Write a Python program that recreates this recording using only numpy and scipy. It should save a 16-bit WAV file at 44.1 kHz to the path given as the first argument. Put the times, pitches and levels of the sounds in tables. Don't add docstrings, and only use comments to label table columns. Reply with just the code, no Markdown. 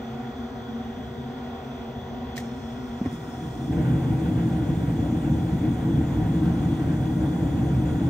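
import sys
import numpy as np
from scipy import signal
from scipy.io import wavfile
from scipy.ndimage import uniform_filter1d

SR = 44100
rng = np.random.default_rng(int(sys.argv[2]) if len(sys.argv) > 2 else 0)


def bounce(signal):
    frames = np.transpose(np.atleast_2d(signal))
    limited = np.clip(frames, -1, 1)
    pcm = np.round(limited * 32767).astype(np.int16)
    wavfile.write(sys.argv[1], SR, pcm)


N = 356901

# time in seconds, hiss level in dB, share of the lit hiss in the power mix (0-1).
GAS_FLOW = [(2.36, -95, 0), (2.4, -54, 0.2), (2.5, -61.5, 0), (3.0, -62, 0.04), (3.1, -61, 0.26),
            (3.13, -56, 0.7), (3.2, -59, 0.35), (3.7, -58.5, 0.6), (3.82, -59, 0.97), (5, -59, 0.94),
            (8.1, -57.5, 0.98)]


def flames():
    # frequency in Hz, relative level in dB per Hz.
    roar_spectrum = [(25, -34), (55, -13.5), (95, -14.5), (200, -26.5), (300, -8), (340, -14), (375, -49),
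                     (560, -40), (850, -28.5), (1200, -42), (2000, -41.5), (3000, -47.5), (5000, -66.5)]
    # frequency in Hz, width in Hz, relative level in dB.
    box_modes = [(74.5, 20, -3), (128, 27.4, 0.5), (168.8, 23.2, 1), (229.3, 14, -3), (274.7, 31, -5),
                 (319.6, 19, -2), (445.4, 28, -15), (493, 33, -20.5), (537, 21, -19), (610, 25, -21.5),
                 (752, 73, -24), (1524, 230, -35.5)]
    # time in seconds, level in dB.
    flame_level = [(3.1, -36), (3.2, -39.5), (3.4, -41), (3.46, -30.5), (3.53, -38), (3.68, -30.5),
                   (3.76, -19.5), (3.92, -22.5), (4.05, -24), (4.3, -23), (5.15, -23.5), (5.7, -24.5),
                   (6.0, -23), (6.35, -22.5), (6.75, -23.5), (7.3, -24), (7.8, -21.5), (8.1, -23)]
    crossover_hz, deep_hz = 400, 100
    deep_start_db, deep_build_s = -6, 1.6
    surge_db, surge_top_hz = 1.5, 12
    spread_s, spread_rise_s, flare_end_s, settle_s = 3.7, 0.03, 3.92, 0.1
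    rush_lone_db, rush_flare_db, rush_steady_db = -44, -19, -23
    start_s = flame_level[0][0]

    low, _ = split(noise(roar_spectrum, box_modes, patchy_db=0.3, size=8192), crossover_hz)
    deep, body = split(low, deep_hz)
    low = body + deep * gain_of(deep_start_db * (1 - ramp(start_s, deep_build_s)))
    _, high = split(noise(roar_spectrum, box_modes, patchy_db=1.2, size=4096), crossover_hz)

    roar_db = curves(flame_level)[0] + surge_db * wander(top_hz=surge_top_hz, low_hz=3)
    roar = gain_of(roar_db) * held(low, firmness=0.29, seconds=0.055)

    rush_db = rush_lone_db + (rush_flare_db - rush_lone_db) * ramp(spread_s, spread_rise_s)
    rush_db = rush_db + (rush_steady_db - rush_flare_db) * ramp(flare_end_s, settle_s)
    rush = gain_of(rush_db + 1.6 * wander(top_hz=30.06, low_hz=5)) * high
    return ramp(start_s, 0.024) * (roar + rush)


def pops():
    # start in seconds, gain of the sine in dB, pitch in Hz, time to fall 60 dB in seconds,
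    # gain of the puff in dB.
    pop_events = [(3.0135, -12.5, 222, .055, -46), (3.044, -27, 190, .07, -38), (3.052, -21, 215, .05, -44),
                  (3.0595, -13, 262, .05, -36), (3.0675, -20, 95, .09, -50)]
    # frequency in Hz, relative level in dB per Hz.
    puff_spectrum = [(300, 0), (750, 2), (1200, -8), (1900, -4), (3000, -23), (6000, -26), (10400, -35)]
    out = np.zeros((2, N))
    puff = noise(puff_spectrum, size=512)
    t = np.arange(SR // 4) / SR
    for start_s, db, hz, t60, puff_db in pop_events:
        at = event_slice(start_s, len(t))
        envelope = gain_of(-60 * t / t60) * (1 - np.exp(-t / 0.00066))
        push = -gain_of(db) * np.sin(2 * np.pi * hz * t)
        out[:, at] += envelope * (gain_of(puff_db) * puff[:, at] + push)
    return out


def valve():
    # start in seconds, gain in dB,
    # time for the rattle to fall 60 dB in seconds, casing ring relative to that gain in dB.
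    strikes = [(2.359, -41.5, 0.11, -20), (2.3665, -35, 0.049, -18), (2.378, -35.5, 0.088, 6),
               (2.4, -47, 0.068, 5), (3.058, -51, .03, 6)]
    # frequency in Hz, relative level in dB, time to fall 60 dB in seconds.
    casing_modes = [(1850, 4, 0.033), (1980, 0, 0.034), (3870, -7, 0.023), (5350, -14, 0.022),
                    (6040, -13, 0.037), (7000, -8, .025)]
    # frequency in Hz, relative level in dB per Hz.
    rattle_spectrum = [(800, -9), (2000, -1), (6000, -1.5), (9500, -10.5), (12500, -8), (15500, -10)]
    out = np.zeros((2, N))
    rattle = noise(rattle_spectrum, size=256)
    t = np.arange(SR // 4) / SR
    lead = 1.35 * np.array([[0.5], [-0.5]])
    ring = sum(gain_of(db - 60 * t / t60) * np.sin(2 * np.pi * hz * t + lead) for hz, db, t60 in casing_modes)
    for start_s, db, t60, ring_db in strikes:
        at = event_slice(start_s, len(t))
        rise = 1 - np.exp(-t / 0.0006)
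        fading_rattle = gain_of(-60 * t / t60 - 3.0) * rattle[:, at]
        out[:, at] += gain_of(db) * rise * (fading_rattle + gain_of(ring_db) * ring)
    return out


def gas():
    # frequency in Hz, relative level in dB per Hz.
    unlit_spectrum, lit_spectrum = [(3000, -19.5), (5000, -14.5), (5150, -3.5), (6500, -6), (7300, -8.5),
                                    (7700, -21.5), (8200, -11), (9650, -17), (9800, -37.5)], [(3000, -15), (4800, -8), (5500, -9), (6900, -5),
                                                   (7500, -5.5), (7750, -12.5), (8050, -6), (9400, -7),
                                                   (10400, -6.5)]
    # frequency in Hz, width in Hz, relative level in dB.
    unlit_whistles, lit_whistles = [(5180, 60, -2.5), (5360, 100, 5.5)], [(6220, 65, -2), (6830, 110, 0.5),
                                                           (7270, 45, -0.16)]
    flow_db, lit_share = curves(GAS_FLOW)
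    lit_share = np.clip(lit_share, 0, 1)
    unlit = noise(unlit_spectrum, unlit_whistles, patchy_db=1.5)
    lit = noise(lit_spectrum, lit_whistles, patchy_db=1.7)
    hiss = np.sqrt(1 - lit_share) * unlit + np.sqrt(lit_share) * lit
    return gain_of(flow_db + 0.4 * wander(top_hz=29.8)) * hiss


def fan():
    # frequency in Hz, relative level in dB per Hz.
    air_spectrum = [(25, -42), (50, -15), (105, -34), (165, -27.5), (300, -26), (455, -24.5), (530, -27.5),
                    (860, -30), (1150, -32), (2200, -40), (4700, -47.5), (7300, -56.5), (9500, -63),
                    (9900, -89.5)]
    # frequency in Hz, width in Hz, relative level in dB.
    flue_modes = [(58, 10, -17), (76, 15, -11), (97, 10, -19), (130, 17, -8), (194, 8, -15), (362, 25, -21),
                  (432, 25, -22), (640, 90, -24), (745, 70, -17), (1070, 50, -30), (1420, 200, -32),
                  (1920, 150, -37), (2500, 200, -44), (3400, 600, -47), (6100, 400, -50), (6750, 300, -55)]
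    # frequency in Hz, width in Hz, relative level in dB.
    drone_modes = [(234, 6, 0), (252, 12, -9)]
    # time in seconds, level in dB before dips.
    drone_level = [(0, -37.5), (.4, -32), (.55, -38), (.75, -32.5), (1.15, -37.5), (1.3, -36), (1.9, -37.5),
                   (2.15, -35), (2.7, -36), (2.99, -34.5), (3.14, -34.5), (3.3, -39.5), (3.7, -36.5),
                   (8.1, -46.5)]
    # time in seconds, pitch in Hz.
    blade_pitch = [(0, 477.7), (2.5, 478.8), (4.2, 480.5), (8.1, 479.7)]
    # cold level in dB, hot level in dB, left minus right in dB,
    # lead of the left in radians.
    blade_harmonics = [(-47, -51.5, 2, 1), (-56.5, -54.5, 5.5, -0.87), (-61.5, -62, -0.5, -1.3),
                       (-66.5, -62.5, -2.5, -.06), (-82.5, -72.5, -2.5, 1)]
    # cold pitch in Hz, hot pitch in Hz, level in dB, left minus right in dB,
    # lead of the left in radians.
    motor_whines = [(382.5, 383.5, -48.5, 1.3, .16), (3046, 3052, -74, .3, 1.3), (3122, 3127, -75, .3, 1.3),
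                    (3170, 3174, -71, .3, 2.1), (3195, 3200, -72, .3, .9), (3229, 3233, -74.5, .8, 1.5),
                    (3332, 3338, -71, 2.2, 1.6), (3353, 3357, -67, 2.2, 2.1),
                    (3381, 3386.5, -59, 3.1, 1.66), (3428, 3432, -73, 1.2, 2.3), (3476, 3481, -72, .6, 2.5),
                    (3550, 3558, -70, .6, .6), (3592, 3599, -72, -.6, .65), (3638, 3644, -76, -.6, .7),
                    (6088, 6096, -76.5, -2.2, .16)]
    air_db = -38

    blade_hz, = curves(blade_pitch)
    warm = np.clip((blade_hz - blade_hz[0]) / (blade_hz[-1] - blade_hz[0]), 0, 1)
    air = noise(air_spectrum, flue_modes, patchy_db=0.93, size=8192)
    out = gain_of(air_db + 0.49 * wander(top_hz=6)) * air

    drone = noise([(20, -80), (400, -80)], drone_modes, size=8192)
    out += gain_of(curves(drone_level)[0] + drone_wavering()) * held(drone, firmness=0.81, seconds=0.069)

    for k, (cold_db, hot_db, side_db, lead) in enumerate(blade_harmonics, 1):
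        db = cold_db + warm * (hot_db - cold_db)
        out += tone(k * blade_hz, db, side_db, lead, drift_hz=0.4 * k, waver_db=1.05)

    for cold_hz, hot_hz, db, side_db, lead in motor_whines:
        hz = cold_hz + warm * (hot_hz - cold_hz)
        drift_hz = 0.81 + 0.12 * (-59 - db)
        waver_db = 2.0 + 0.091 * (-58.5 - db)
        out += tone(hz, db, side_db, lead, drift_hz, waver_db)
    return out


def drone_wavering():
    # centre in seconds, depth in dB, length between the 1/e points in seconds.
    brief_dips = [(0.245, -8, 0.032), (0.337, -16, 0.056), (0.475, -7, .03), (0.646, -9, 0.033),
                  (0.932, -11, 0.028), (1.11, -8, 0.045), (1.606, -13, 0.074), (1.937, -6, 0.033),
                  (2.05, -13, 0.071), (2.32, -7, 0.043), (3.196, -16, 0.073), (3.48, -12, 0.13)]
    t = np.arange(N) / SR
    return sum(db * np.exp(-(2 * (t - centre_s) / length) ** 2) for centre_s, db, length in brief_dips)


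def sheen():
    # frequency in Hz, relative level in dB per Hz.
    sheen_spectrum = [(12150, -42.5), (12700, -6.5), (14000, -4.5), (14550, -9.5), (15050, -0.5),
                      (15800, -7.5)]
    cold_db, lit_db = -69.5, -64.5
    lit_share = np.clip(curves(GAS_FLOW)[1], 0, 1)
    return gain_of(cold_db + (lit_db - cold_db) * lit_share) * noise(sheen_spectrum, patchy_db=0.7)


def noise(spectrum, modes=(), patchy_db=0.0, size=1024):
    # frequency in Hz, coherence (0-1).
    likeness = [(35, .93), (62, 1), (300, 0.98), (520, 0.69), (800, 0.92), (1300, 0.3), (2000, 0.72),
                (2400, 0.32), (2900, 0.59), (3700, 0.24), (4400, 0.29), (4900, 0.22), (6000, 0.67),
                (7700, .15), (8300, 0.76), (9700, 0.6), (12600, .55), (13900, .99), (15000, .99),
                (15700, .7)]
    hz = np.fft.rfftfreq(size, 1 / SR)
    frames = 4 * N // size + 5
    power = gain_of(2 * read(spectrum, hz)) * (hz < spectrum[-1][0])
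    for f, width, db in modes:
        power += gain_of(2 * db) / (1 + ((hz - f) / width) ** 2) ** 3
    a, b, c, d, patch = rng.standard_normal((frames, len(hz), 5)).T
    patch = uniform_filter1d(patch, size=size // 64, axis=0)
    patch = evened(uniform_filter1d(patch, size=8, axis=1))
    same = np.clip(read(likeness, hz), -1, 1)[:, None]
    left = a + 1j * b
    right = same * left + np.sqrt(1 - same ** 2) * (c + 1j * d)
    bins = np.array([left, right]) * ports(hz)[:, :, None]
    bins *= np.sqrt(power)[:, None] * gain_of(patchy_db * patch)
    _, x = signal.istft(bins, nperseg=size, noverlap=size * 3 // 4)
    return evened(x[:, :N])


def ports(hz):
    # frequency in Hz, left minus right in dB.
    tilt = [(200, 0), (450, 3), (770, -1.5), (1400, 1.5), (2400, -2.5), (3400, 1), (3800, -0.5),
            (5200, -2.5), (6700, -1.5), (7500, 5), (8300, 0.5), (9500, 0)]
    # frequency in Hz, lead of the left in radians.
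    phase_lead = [(0, 0), (300, .06), (800, .35), (1550, -1.2), (2100, .5), (3300, 1.6), (3900, 1.1),
                  (4700, 3.2), (6100, 6.3), (7300, 8.5), (7900, 6.3), (8800, 5.9), (10500, 3.2), (12300, 3),
                  (13700, 0), (15800, -.3)]
    half = gain_of(read(tilt, hz) / 2) * np.exp(0.5j * read(phase_lead, hz))
    return np.array([half, 1 / half])


def tone(hz, db, side_db, lead, drift_hz, waver_db):
    turns = np.cumsum(hz + drift_hz * wander(top_hz=12)) / SR + rng.random()
    half = np.array([[0.5], [-0.5]])
    level_db = db + waver_db * wander(top_hz=40.5, low_hz=2.5) + half * side_db
    return np.sqrt(2) * gain_of(level_db) * np.cos(2 * np.pi * turns + half * lead)


def wander(top_hz, low_hz=0.2):
    t = np.arange(0, N + 256, 256) / SR
    rates = np.geomspace(low_hz, top_hz, num=16)
    x = sum(np.sin(2 * np.pi * (f * t + rng.random())) / np.sqrt(f) for f in rates)
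    return np.interp(np.arange(N) / SR, t, evened(x))


def held(x, firmness, seconds):
    level = np.sqrt(uniform_filter1d((x ** 2).mean(0), size=max(round(seconds * SR), 2)) + 1e-4)
    return evened(x / level ** np.clip(firmness, 0, 1))


def split(x, hz):
    low = signal.sosfiltfilt(signal.butter(N=4, Wn=hz, fs=SR, output="sos"), x)
    return low, x - low


def ramp(start, seconds):
    return np.clip((np.arange(N) / SR - start) / seconds, 0, 1)


def event_slice(start_s, length):
    first = round(start_s * SR)
    return slice(first, first + length)


def curves(rows):
    s, *columns = np.transpose(rows)
    return [np.interp(np.arange(N) / SR, s, c) for c in columns]


def read(points, hz):
    f, value = np.transpose(points)
    return np.interp(np.log(hz + 1), np.log(f + 1), value)


def evened(x):
    return x / np.sqrt(np.mean(x ** 2) + 1e-20)


def gain_of(db):
    return 10 ** (np.asarray(db) / 20)


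def scene():
    return fan() + sheen() + gas() + flames() + pops() + valve()


def record(dry):
    gap_hz = 10450, 11950
    edge_hz = 15790
    dry = signal.sosfilt(signal.butter(N=2, Wn=52, btype="high", fs=SR, output="sos"), dry)
    gap = signal.firwin(511, gap_hz, window=("kaiser", 9), fs=SR)
    edge = signal.firwin(1023, edge_hz, window=("kaiser", 10), fs=SR)
    return signal.oaconvolve(dry, np.convolve(gap, edge)[None], "same")


dry = scene()
out = record(dry)
bounce(out)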